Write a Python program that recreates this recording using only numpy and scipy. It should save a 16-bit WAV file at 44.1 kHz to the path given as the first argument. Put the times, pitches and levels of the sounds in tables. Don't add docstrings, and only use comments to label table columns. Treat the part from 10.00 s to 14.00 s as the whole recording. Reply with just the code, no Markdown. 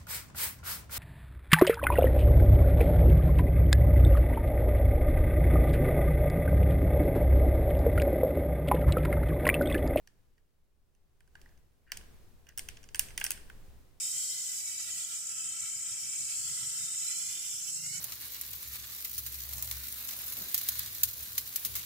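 import sys
import numpy as np
from scipy import signal
from scipy.fft import rfft, irfft
from scipy.io import wavfile

SR = 44100
rng = np.random.default_rng(int(sys.argv[2]) if len(sys.argv) > 2 else 0)


def generate_wav(signal):
    frames = np.transpose(np.atleast_2d(signal))
    scaled = np.clip(frames, -1, 1) * 32767
    pcm = np.round(scaled).astype(np.int16)
    wavfile.write(sys.argv[1], SR, pcm)


N = 176400
TIME = np.arange(N) / SR
CLICK_SAMPLES = 2048

# pitch in Hz, width in Hz, relative level in dB.
KEY_MODES = [(1600, 170, 6), (1840, 150, 3), (2410, 110, -3), (2860, 200, 4), (4760, 160, 9),
             (5280, 200, 1), (5950, 450, 2), (7300, 400, -3), (8400, 600, 0), (10000, 700, 0),
             (14000, 1200, 3)]


def from_db(db):
    return 10 ** (np.asarray(db) / 20)


def at_hz(points, hz):
    frequency, value = np.transpose(points)
    return np.interp(np.log(hz + 1), np.log(frequency), value)


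def band(x, low, high, order=2):
    sos = signal.butter(order, [low, min(high, .48 * SR)], "band", fs=SR, output="sos")
    return signal.sosfilt(sos, x)


def resonance(x, hz, width):
    r = np.exp(-np.pi * width / SR)
    feedback = [1, -2 * r * np.cos(2 * np.pi * hz / SR), r * r]
    return signal.lfilter(np.array([1, 0, -1]) * (1 - r * r) / 2, feedback, x)


def place(clicks, times, db):
    energy = (clicks ** 2).sum(-1, keepdims=True).mean(1, keepdims=True)
    clicks = clicks / np.sqrt(energy / (.006 * SR))
    out = np.zeros((2, N + CLICK_SAMPLES))
    for click, start, gain in zip(clicks, times, from_db(db)):
        i = int(start * SR)
        out[:, i:i + CLICK_SAMPLES] += gain * click
    return out[:, :N]


def room_tone():
    # time in seconds, level in dB.
    levels = [(0, -63.5), (.2, -63), (.45, -67.5), (.75, -69), (1.1, -66.5), (1.3, -63), (1.42, -55.5),
              (1.7, -63.5), (1.9, -63.5), (1.95, -50), (2.2, -53.5), (2.55, -59.5), (2.62, -51),
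              (2.93, -54), (3.03, -47.5), (3.4, -50.5), (3.7, -52), (4, -59)]
    # frequency in Hz, relative spectral density in dB.
    colour = [(20, 5), (45, -7), (66, 0), (90, -12), (120, -9.5), (170, -15.5), (280, -20), (400, -19),
              (600, -25), (1100, -29.5), (2000, -33), (4000, -36), (8000, -38), (16000, -38.5)]
    # frequency in Hz, correlation.
    likeness = [(50, 0.48), (110, 0.4), (220, 0.35), (1000, 0.28), (8000, 0.19), (16000, .01)]
    hz = np.fft.rfftfreq(N, 1 / SR)
    mid, side = rfft(rng.standard_normal((2, N)))
    alike = at_hz(likeness, hz)
    stereo = np.sqrt(1 + alike) * mid + np.sqrt(1 - alike) * side * [[1], [-1]]
    air = irfft(stereo * from_db(at_hz(colour, hz)), N)
    return air / air.std() * from_db(np.interp(TIME, *np.transpose(levels)))


def contact_force(rise):
    chatter_db, hold_s, chatter_t60_s = -14, 0.00052, 0.031
    apart_db, soft_rise_s = -10, 0.0063
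    t = TIME[:CLICK_SAMPLES]
    noise = rng.standard_normal((len(rise), 3, CLICK_SAMPLES))
    chatter = noise[:, :1] + from_db(apart_db) * noise[:, 1:]
    swell = np.minimum(t / rise, 1)
    fade = from_db(chatter_db - 60 * np.maximum(t - rise - hold_s, 0) / chatter_t60_s)
    touch = (t == np.round(rise * SR / 2) / SR) * np.exp(-rise / soft_rise_s)
    return chatter * swell * fade + touch


def metal_ring(force, modes, crack_db, detune):
    # frequency in Hz, phase in radians (negative is a lag).
    left_lead = [(1500, -1.12), (2300, -0.17), (3000, 1.77), (3500, 1), (4500, 0.2), (6200, 0.83),
                 (8400, 1.77), (12500, 1.31), (14500, 1.96)]
    spread_db = 1.5
    sound = from_db(crack_db) * force
    for i, draws in enumerate(rng.standard_normal((len(force), len(modes), 2))):
        for (hz, width, db), (strength, shift) in zip(modes, draws):
            mode = resonance(force[i], hz * (1 + detune * shift), width)
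            sound[i] += from_db(db + spread_db * strength) * mode
    spectrum = rfft(sound)
    spectrum[:, 1] *= np.exp(-1j * at_hz(left_lead, np.fft.rfftfreq(CLICK_SAMPLES, 1 / SR)))
    return irfft(spectrum) * np.linspace(1, 0, CLICK_SAMPLES)


def room_tail(x, low, high, t60):
    # frequency in Hz, relative spectral density in dB.
    room_colour = [(700, -16.5), (1300, -10.5), (1650, 3), (2100, -5), (2900, -5), (3700, -4), (4700, 4.5),
                   (6300, 2.5), (7400, -0.5), (8500, 5), (10000, -1), (12500, 1.5), (14500, 11),
                   (16500, -19)]
    gap_s, build_s = 0.0054, 0.0014
    early_db, early_t60_s = 5.5, 0.12
    t = TIME[:int(.7 * SR)]
    decay = from_db(-60 * t / t60) ** 2 + from_db(early_db - 60 * t / early_t60_s) ** 2
    decay *= np.clip((t - gap_s) / build_s, 0, 1)
    power = signal.fftconvolve((x ** 2).mean(0), decay / decay.sum())[:N]
    colour = from_db(at_hz(room_colour, np.fft.rfftfreq(N, 1 / SR)))
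    noise = rng.standard_normal((2, N))
    wash = band(irfft(rfft(noise) * colour, N), low, high)
    return wash / wash.std() * np.sqrt(np.maximum(power, 0))


def strikes(rows, modes, crack_db, detune):
    # lower edge in Hz, upper edge in Hz.
    bands = [(1460, 2050), (2050, 3300), (4250, 7500), (7500, 11000), (11800, 16500)]
    # trim in dB, left minus right in dB,
    # room against direct sound in dB, room t60 in seconds.
    pickup = [(1, -4, -11, 0.66), (-2, -7, -8, 0.56), (-0.5, -2.5, -11.5, 0.42), (-1.5, -0.5, -10, 0.39),
              (0.5, 1.5, -17, 0.28)]
    thud_band_hz, thud_db, thud_room_db = (630, 1210), -13.5, 0.5
    grip_t60_s = 0.045
    damping_cycles = 470
    times, rise, *levels = np.transpose(rows)
    rise = np.maximum(rise[:, None, None], 1 / SR)
    force = contact_force(rise)
    ringing = metal_ring(force, modes, crack_db, detune)
    since_peak = np.maximum(TIME[:CLICK_SAMPLES] - rise, 0)
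    knocks = resonance(band(force, *thud_band_hz), hz=770, width=520)
    thud = place(knocks, times, levels[0] + thud_db)
    out = thud + from_db(thud_room_db) * room_tail(thud, *thud_band_hz, t60=pickup[0][3])
    for (low, high), level, (trim_db, pan_db, room_db, t60) in zip(bands, levels, pickup):
        damping = from_db(-60 * since_peak * (1 / grip_t60_s + low / damping_cycles))
        direct = place(band(ringing, low, high, order=3) * damping, times, level + trim_db)
        out += direct * from_db([[pan_db / 2], [-pan_db / 2]])
        out += from_db(room_db) * room_tail(direct, low, high, t60)
    return out


def key_taps():
    # start in seconds, rise in seconds, level in dB in each of five bands before their trim.
    taps = [(0.0728, 0.0016, -60, -61, -58, -62.5, -69), (0.3768, 0.0044, -72.5, -76, -78.5, -86, -83),
            (0.9496, 0.00051, -84, -79, -77, -77, -89), (1.2051, 0.0008, -67, -68, -74, -69, -78),
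            (1.276, 0.0002, -73.5, -78, -76, -73, -91), (1.3525, 0.0015, -51, -58.5, -64.5, -65.5, -73),
            (1.4148, 0.00065, -77, -63, -62.5, -64, -72.0), (1.4579, 0.00056, -58, -76, -74.5, -90, -89),
            (1.489, 0.0021, -68.5, -80, -71, -88, -84), (1.5748, 0.0018, -77, -74.5, -71.5, -74, -87),
            (1.9184, 0.00064, -41.5, -38.0, -36, -42.5, -41.5), (2.0104, 0.00077, -59, -59, -72, -82, -70)]
    return strikes(taps, KEY_MODES, crack_db=-10.5, detune=.009)


def key_scrapes():
    # start in seconds, length in seconds, level in dB.
    strokes = [(1.357, 0.19, -78.5), (1.86, 0.14, -66.5), (2.46, 0.086, -68), (3.337, 0.055, -63)]
    slips_per_s, edge_s = 810, 0.027
    slips = (rng.random(N) < slips_per_s / SR) * rng.standard_normal(N) + 1e-18
    ringing = sum(from_db(db) * resonance(slips, hz, width) for hz, width, db in KEY_MODES)
    grind = band(ringing, low=1530, high=2540)
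    envelope = sum(from_db(db) * np.clip(np.minimum(TIME - start, start + length - TIME) / edge_s, 0, 1)
                   for start, length, db in strokes)
    return grind / grind.std() * envelope


def ratchet_snaps():
    # start in seconds, rise in seconds, level in dB in each of five bands before their trim.
    snaps = [(1.9711, 0.00091, -61, -49, -45, -44, -49), (2.4679, 0.0005, -68, -60, -68, -68, -74.0),
             (2.4883, 0.0015, -62, -57.5, -55, -62, -57.5),
             (2.5757, 0.00077, -54, -47.5, -42.5, -42.5, -35.5),
             (2.582, 0.0017, -54.5, -50, -44, -35.5, -53), (2.5921, 0.0009, -50.5, -41.5, -41, -36, -45),
             (2.6865, 0.00083, -50.5, -41.0, -42, -42.5, -48),
             (2.7696, 0.0012, -61.5, -54.5, -55, -62, -75.0),
             (2.8302, 0.00052, -68.0, -61.5, -59, -61, -73), (2.8394, 0.00099, -63, -57, -55.5, -60, -74.0),
             (2.8885, 0.00052, -64.5, -58.5, -55.5, -64, -76.0),
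             (2.9458, 0.00072, -42.5, -38, -40, -37.5, -44.5), (2.956, 0.00047, -55, -49, -45, -47, -45),
             (2.9936, 0.00032, -41, -32, -29, -24, -24.5), (3.0846, 0.00065, -69, -52, -55.5, -64.0, -72.0),
             (3.1051, 0.00018, -60, -55, -58, -65.0, -74.0), (3.1762, 0.0015, -42.5, -35, -35.0, -32, -41),
             (3.1991, 0.00061, -57, -61, -48, -44, -45), (3.2085, 0.00184, -52, -50, -52, -44, -52),
             (3.2127, 0.00063, -36, -33, -46, -48, -49), (3.2405, 0.001, -48, -40.5, -33.5, -27.5, -32),
             (3.2468, 0.0018, -43.5, -40, -42.5, -36.5, -43), (3.2513, 0.0013, -49.5, -61, -50, -49, -47),
             (3.2637, 0.0014, -44.5, -38.5, -35.5, -34.5, -45),
             (3.3057, 0.00076, -46.5, -38.5, -36, -31, -30), (3.3166, 0.0006, -52, -42.5, -39.5, -35, -41),
             (3.374, 0.0018, -56.5, -55, -62, -60, -70), (3.4978, 0.002, -50, -55, -65, -59, -64)]
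    # pitch in Hz, width in Hz, relative level in dB.
    chassis_modes = [(1590, 190, 3), (1830, 160, -2), (2070, 130, -1), (2520, 170, -1), (2930, 380, 2),
                     (4850, 240, -3), (5500, 140, 0), (5790, 190, 3), (6440, 350, 2), (7110, 140, -2),
                     (8350, 400, 4), (8900, 300, 2), (9700, 400, 1), (11900, 400, -7), (14550, 600, 6)]
    return strikes(snaps, chassis_modes, crack_db=-18, detune=.022)


def pawl_spring():
    # start in seconds, level in dB.
    pings = [(2.955, -40.5), (3.249, -41)]
    hz, width_hz, t60_s = 8850, 280, 0.095
    noise = rng.standard_normal((2, N))
    buzz = resonance(resonance(noise, hz, width_hz), hz, width_hz)
    fade = sum((TIME > start) * from_db(db - 60 * np.maximum(TIME - start, 0) / t60_s)
               for start, db in pings)
    return buzz / buzz.std() * fade


def scene():
    return room_tone() + key_taps() + key_scrapes() + ratchet_snaps() + pawl_spring()


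def record(dry):
    return signal.sosfilt(signal.ellip(10, .1, 70, 16400, fs=SR, output="sos"), dry)


dry = scene()
out = record(dry)
generate_wav(out)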